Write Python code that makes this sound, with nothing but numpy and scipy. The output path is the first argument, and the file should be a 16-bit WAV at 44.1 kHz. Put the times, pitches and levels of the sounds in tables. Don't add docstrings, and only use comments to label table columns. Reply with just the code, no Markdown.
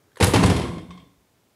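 import sys
import numpy as np
from scipy import signal
from scipy.fft import rfft, irfft
from scipy.io import wavfile
from scipy.ndimage import uniform_filter1d

SR = 44100
rng = np.random.default_rng(int(sys.argv[2]) if len(sys.argv) > 2 else 0)


def master_out(mix):
    frames = np.transpose(np.atleast_2d(mix))
    ceiling = np.clip(frames, -1, 1)
    pcm = np.round(ceiling * 32767).astype(np.int16)
    wavfile.write(sys.argv[1], SR, pcm)


def natural_amplitude(level_db):
    exponent = np.asarray(level_db, float) / 20
    return 10 ** exponent


N = 68355

# (frequency [Hz], level [dB])
HISS = [(15, -52.5), (25, -17), (99, 0.5), (260, -4.5), (290, -3.5), (497, -7.5), (948, -12), (1460, -16.5),
        (15600, -25.5)]
# (time [s], level [dB],
# frequency [Hz], decay [cycles])
TICKS = [(0.117, -53.5, 1620, 24), (0.1577, -39.5, 1500, 14), (0.1578, -41.5, 3700, 16),
         (.1695, -33.5, 1787, 28), (.185, -47, 1650, 20), (.2441, -11.5, 10600, 22), (.2439, -8, 13200, 16),
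         (0.227, -15, 5260, 8), (.9068, -32, 1076, 40), (.9062, -35, 3314, 20), (.9755, -48, 3260, 30),
         (.2013, -20.5, 710, 4.8), (.2078, -17, 1920, 3.6), (.2150, -16.5, 800, 8),
         (.2250, -9.5, 1590, 9.2), (.2290, -17, 3800, 6.3), (.2325, -16, 2530, 4.8),
         (.2465, -16, 1960, 6.4), (.2730, -19.5, 900, 5), (.2810, -16.5, 664, 10),
         (.3355, -26.5, 4190, 9.1), (.3400, -7.5, 906, 7.2), (.3435, -18, 5170, 10), (.3465, -21.5, 760, 8),
         (.3575, -13, 1040, 7.4), (.3610, -19.5, 2775, 6), (.3695, -19.5, 2420, 4.7),
         (.3790, -14.5, 1500, 14), (.3900, -27, 2360, 6), (.4075, -23, 2000, 3.6), (.4360, -14.5, 4520, 16),
         (.4370, -18.5, 1314, 23), (.4500, -19.5, 478, 10), (.4630, -12.5, 3400, 14), (.4640, -25, 480, 10),
         (.4760, -18, 1080, 6.9), (.4985, -18, 2860, 6), (.5120, -32, 2200, 7.5), (.5220, -7.5, 464, 6.5),
         (.5360, -25, 3300, 17), (.5630, -22.5, 3600, 21), (.5860, -31, 3370, 18), (.5965, -20.5, 636, 10),
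         (.6170, -19, 3140, 7.9), (.6210, -24, 910, 6.2), (.6790, -27.5, 598, 6), (.7840, -40, 1065, 20)]
# (time [s], level [dB], 60 dB decay [s], brightness [dB/octave], pitch [ratio])
FINGERS = [
    (0.118, -62.5, 0.021, 1.5, .92),
    (0.13, -63.5, 0.04, -0.5, 1),
    (0.1584, -49.5, 0.022, 2.5, 1.12),
    (0.1696, -43, 0.028, -3, 1.02),
    (0.174, -48.5, .03, 4, 0.89),
    (0.184, -50.5, 0.054, -1, 0.82),
]
# (frequency [Hz], width [Hz], level [dB])
FINGER_MODES = [(480, 150, -7.5), (930, 200, -8), (1760, 120, -3.5), (3700, 900, -12.5), (5700, 830, -21.5),
                (7550, 1600, -14.5), (10500, 2400, -13.5)]
# (frequency [Hz], level [dB])
ROOM_COLOUR = [(60, -7.5), (250, -2), (1000, -4), (4000, -2.5), (12000, -4)]
# (frequency [Hz], 60 dB decay [s])
ROOM_T60 = [(150, 0.3), (500, 0.64), (2000, 0.5), (6000, 0.41), (12000, 0.71)]
# (time [s], level [dB], brightness [dB/octave], 60 dB decay [s])
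BLOWS = [(0.195, -50.5, -1, 0.044), (0.2001, -21.5, 0.5, 0.33), (.208, -13.5, -3, 0.056),
         (.225, -11, 0, 0.097), (0.234, -21, 3.5, 0.06), (0.246, -11, 2, 0.018), (.340, -16.5, -0.5, 0.1),
         (0.259, -23, -0.5, 0.047), (0.267, -21, 5, 0.15), (.335, -13.5, -1.5, 0.09),
         (0.347, -17, -1.5, 0.029), (.358, -14, -1.5, 0.071), (.369, -22.5, -2.5, 0.05),
         (0.428, -19.5, -1.5, 0.17), (.436, -15.5, 0, 0.054), (0.459, -22, 2, 0.093), (.498, -19, -1, 0.1),
         (.563, -30.5, 4, 0.09), (0.598, -27, 1.5, 0.012), (0.516, -26, -6.5, 0.11),
         (.7815, -39, -3, 0.084)]
# (frequency [Hz], level [dB])
CREASE_COLOUR = [(180, -45.5), (300, -11), (468, -8.5), (571, -15.5), (953, -10.5), (1220, -16),
                 (6680, -23.5), (10300, -19.5), (15500, -39.5)]
# (time [s], level [dB])
ROLL_FORCE = [(.196, -94.5), (.201, -45), (0.211, -23.5), (.3, -24.5), (0.332, -26), (.37, -18.5),
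              (0.421, -20), (0.549, -23.5), (.65, -28.5), (0.751, -37), (0.852, -46.5), (.95, -45.5),
              (1.051, -53.5), (1.15, -65), (1.3, -83.5)]
# (frequency [Hz], width [Hz], level [dB])
PANEL = [(62, 18, -3.5), (85, 3, 2.5), (118.8, 14, -1), (180, 36, -0.5), (261.6, 6.7, -4.5), (280, 4.7, -1),
         (345, 120, -11), (494, 20, -12), (625, 48, -15.5), (800, 80, -25)]
# (frequency [Hz], width [Hz], level [dB])
SHELL = [(1055, 59, -4), (1600, 110, -30.5), (2135, 70, -5.5), (3014, 27, -14.5), (3230, 48, -11),
         (3563, 100, -7.5), (4220, 70, -21.5), (4980, 250, -23), (5500, 50, -23.5), (7400, 230, -35.5),
         (7820, 170, -30), (8800, 300, -23.5)]
# (time [s],
# level [dB], frequency [Hz], 60 dB decay [s])
THUDS = [(0.2001, -18.5, 410, 0.041), (.208, -19, 483.4, 0.16), (0.21, -6.5, 178, 0.021),
         (0.224, -5.5, 93, 0.1), (0.236, -11.5, 128, 0.038), (0.269, -18, 495.4, 0.058),
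         (0.275, -20, 104, 0.077), (.338, -10, 277.8, 0.043), (0.341, -17.5, 458.8, .1),
         (0.353, -9, 106, 0.15), (0.369, -11.5, 280, 0.11), (0.432, -10, 182, 0.062),
         (.445, -22, 280, 0.19), (.478, -17.5, 280, 0.14), (.70, -29.5, 180, 0.11),
         (0.446, -8, 103.8, 0.17), (0.488, -14, 171, 0.17), (0.504, -18.5, 85.5, 0.21),
         (0.515, -15, 281, 0.096), (0.564, -40, 78, 0.077), (0.597, -15.5, 326, 0.023),
         (0.687, -20, 110.7, 0.047), (.770, -25, 305, 0.038), (0.777, -27, 187, 0.058),
         (0.829, -35.5, 180, 0.075), (.848, -37, 246, 0.076), (0.799, -39.5, 316, .12),
         (.915, -47, 304.5, 0.09), (0.8821, -41, 176.7, 0.31), (0.937, -55, 176.3, 0.14),
         (0.798, -35, 87.5, 0.13), (.885, -38, 80.2, 0.087), (0.729, -27, 180, .08), (.61, -33, 345, 0.43),
         (1.05, -65, 68, 0.21), (1.17, -60, 59.8, 0.18)]
# (time [s], lowest shell mode level [dB], upper modes and click level [dB])
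ROCKS = [(.462, -37.5, -26.5), (0.534, -37, -27.5), (.563, -28, -24.5), (.588, -57, -29.5),
         (.617, -37.5, -26), (.653, -29.5, -51), (.680, -38, -37.5), (0.713, -33, -48),
         (.732, -42.5, -41.5), (0.761, -39, -44), (0.78, -40, -41), (0.816, -54, -48.5),
         (0.9059, -32, -38.5), (0.975, -47, -45.5), (0.999, -52, -51.5)]
# (frequency [Hz], width [Hz], level [dB])
KNOCK = [(1065, 140, 0)]
# (frequency [Hz], width [Hz], level [dB])
CLACK = [(2150, 620, 2.5), (3270, 1100, -1), (5400, 610, -6.5), (7850, 630, -9)]
# (frequency [Hz], level [dB])
MICROPHONE = [(4000, 1), (8000, -4.5), (10600, -6), (12500, -13.5), (14300, -13), (15700, -27.5)]


def evened(x):
    return x / np.sqrt(np.mean(x ** 2) + 1e-20)


def read(points, hz):
    f, value = np.transpose(points)
    return np.interp(np.log(hz + 1), np.log(f + 1), value)


def add(mix, s, sound):
    part = mix[round(s * SR):][:len(sound)]
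    part += sound[:len(part)]


def colour(x, points, tilt_db=0.):
    hz = np.fft.rfftfreq(len(x), 1 / SR)
    gain_db = read(points, hz) + tilt_db * np.log2((hz + 50) / 3000)
    return irfft(rfft(x) * natural_amplitude(gain_db), len(x))


def ring(x, modes):
    out = np.zeros(len(x))
    for k, (hz, width, db) in enumerate(modes):
        b, a = signal.iirpeak(hz, hz / width, SR)
        out += (-1) ** k * natural_amplitude(db) * signal.lfilter(b, a, x)
    return out


def burst(t60, rise_s, noise):
    t = np.arange(len(noise)) / SR
    return noise * np.minimum(t / rise_s, 1) * natural_amplitude(-60 * t / t60)


def floor():
    t = np.arange(N) / SR
    stir = evened(ring(rng.standard_normal(N), [(410, 44, 2), (1500, 320, -9.0)]))
    fade = 1 / (1 + (t / 0.23) ** 4)
    hiss = evened(colour(rng.standard_normal(N), HISS))
    return natural_amplitude(-63.5) * hiss + natural_amplitude(-70.5) * stir * fade


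def ticks():
    out, t = np.zeros(N), np.arange(2048) / SR
    for s, db, hz, cycles in TICKS:
        envelope = natural_amplitude(db - 60 * t * hz / cycles) * np.minimum(t * hz, 1)
        add(out, s, -envelope * np.sin(2 * np.pi * hz * t))
    return out


def fingertips():
    out = np.zeros(N)
    for s, db, t60, tilt_db, pitch in FINGERS:
        noise = colour(rng.standard_normal(8192), [(100, 0.022), (200, 0)], tilt_db)
        push = burst(t60, 0.0006, noise)
        for hz, width, mode_db in FINGER_MODES:
            narrow = ring(push, [(hz * pitch, width, mode_db)])
            add(out, s, natural_amplitude(db + 23.5) * ring(narrow, [(hz * pitch, 3 * width, 0)]))
    return out


def room(x):
    taps, gap = np.zeros(SR // 2), 22
    at = np.arange(200, len(taps) - gap, gap)
    taps[at + rng.integers(0, gap, len(at))] = rng.choice([-1., 1.], len(at))
    hz, t, bands = signal.stft(taps, SR, nperseg=256)
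    decay_db = read(ROOM_COLOUR, hz)[:, None] - 60 * t / read(ROOM_T60, hz)[:, None]
    tail = signal.istft(bands * natural_amplitude(decay_db), SR, nperseg=256)[1]
    return signal.fftconvolve(x, tail / np.linalg.norm(tail))[:N]


def blows():
    out = np.zeros(N)
    for s, db, tilt_db, t60 in BLOWS:
        noise, wander = rng.standard_normal((2, 4096))
        grain = noise * natural_amplitude(2.4 * evened(uniform_filter1d(wander, size=20)))
        crackle = evened(colour(grain, CREASE_COLOUR, tilt_db))
        add(out, s, natural_amplitude(db) * burst(t60, 0.02 * t60, crackle))
    return out


def roll():
    force_db = np.interp(np.arange(N) / SR, *np.transpose(ROLL_FORCE))
    ribs_per_s, spread_db = 900, 2.5
    strength = natural_amplitude(spread_db * np.minimum(rng.exponential(1, N), 3))
    size = strength * (rng.random(N) < ribs_per_s / SR)
    ribs = evened(size * rng.choice([-1., 1.], N)) + 0.5 * rng.standard_normal(N)
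    flutter = evened(signal.lfilter([1], [1, -0.99], size) + 18.0)
    patter = flutter * rng.standard_normal(N)
    rumble = ring(ribs * natural_amplitude(-6.5 + 1.08 * (force_db + 26.5)), PANEL)
    shell = ring(patter * natural_amplitude(-25.5 + 0.71 * (force_db + 23.5)), SHELL)
    fizz = evened(colour(patter, CREASE_COLOUR, -1.9)) * natural_amplitude(-34.5 + 1.31 * (force_db + 26))
    return rumble + shell + fizz


def thuds():
    out, t = np.zeros(N), np.arange(SR // 2) / SR
    hold = 1.3
    for s, db, hz, t60 in THUDS:
        envelope = natural_amplitude(db - 60 * (t / t60) ** hold) * (1 - np.exp(-t * hz * 3))
        add(out, s, -envelope * np.sin(2 * np.pi * hz * t))
    return out


def crease_pop():
    out = np.zeros(N)
    snap = burst(0.013, 0.000067, rng.standard_normal(8192))
    snap[0] += 1.6
    add(out, 0.2437, natural_amplitude(5) * snap)
    pop = [(11200, 6000, 0)]
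    return ring(ring(out, pop), pop)


def rocks():
    low, high, sharp = np.zeros((3, N))
    t = np.arange(8192) / SR
    tone = np.sin(2 * np.pi * KNOCK[0][0] * t)
    rise_s, rattle_t60 = 0.0006, 0.24
    for s, low_db, high_db in ROCKS:
        noise = rng.standard_normal(8192)
        rattle = burst(rattle_t60, rise_s, noise)
        knock = burst(0.04, 0.0011, 0.76 * noise + 0.44 * tone)
        chatter = burst(0.035, rise_s, noise) + natural_amplitude(-3) * rattle
        click = burst(0.045, rise_s / 2, noise) + natural_amplitude(-9.5) * rattle
        add(low, s, natural_amplitude(low_db + 11) * knock)
        add(high, s, natural_amplitude(high_db + 14.5) * chatter)
        add(sharp, s, natural_amplitude(high_db + 17.5) * click)
    return ring(low, KNOCK) + ring(high, SHELL[1:]) + natural_amplitude(-15.5) * ring(sharp, CLACK)


def scene():
    near = thuds() + ticks() + blows() + rocks() + fingertips() + crease_pop() + roll()
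    heard = colour(near + natural_amplitude(-7.5) * room(near), MICROPHONE)
    return (heard + floor())[None]


def low_pass(x):
    return signal.sosfilt(signal.butter(12, 15760, fs=SR, output="sos"), x)


def record(dry):
    ceiling = 1.3
    rounded = ceiling * np.tanh(dry / ceiling)
    edge = signal.ellip(10, 0.5, 70, 15700, fs=SR, output="sos")
    bass_cut = signal.butter(2, 42, "high", fs=SR, output="sos")
    mix = signal.sosfilt(np.vstack([edge, bass_cut]), rounded)
    return low_pass(mix)


dry = scene()
out = record(dry)
master_out(out)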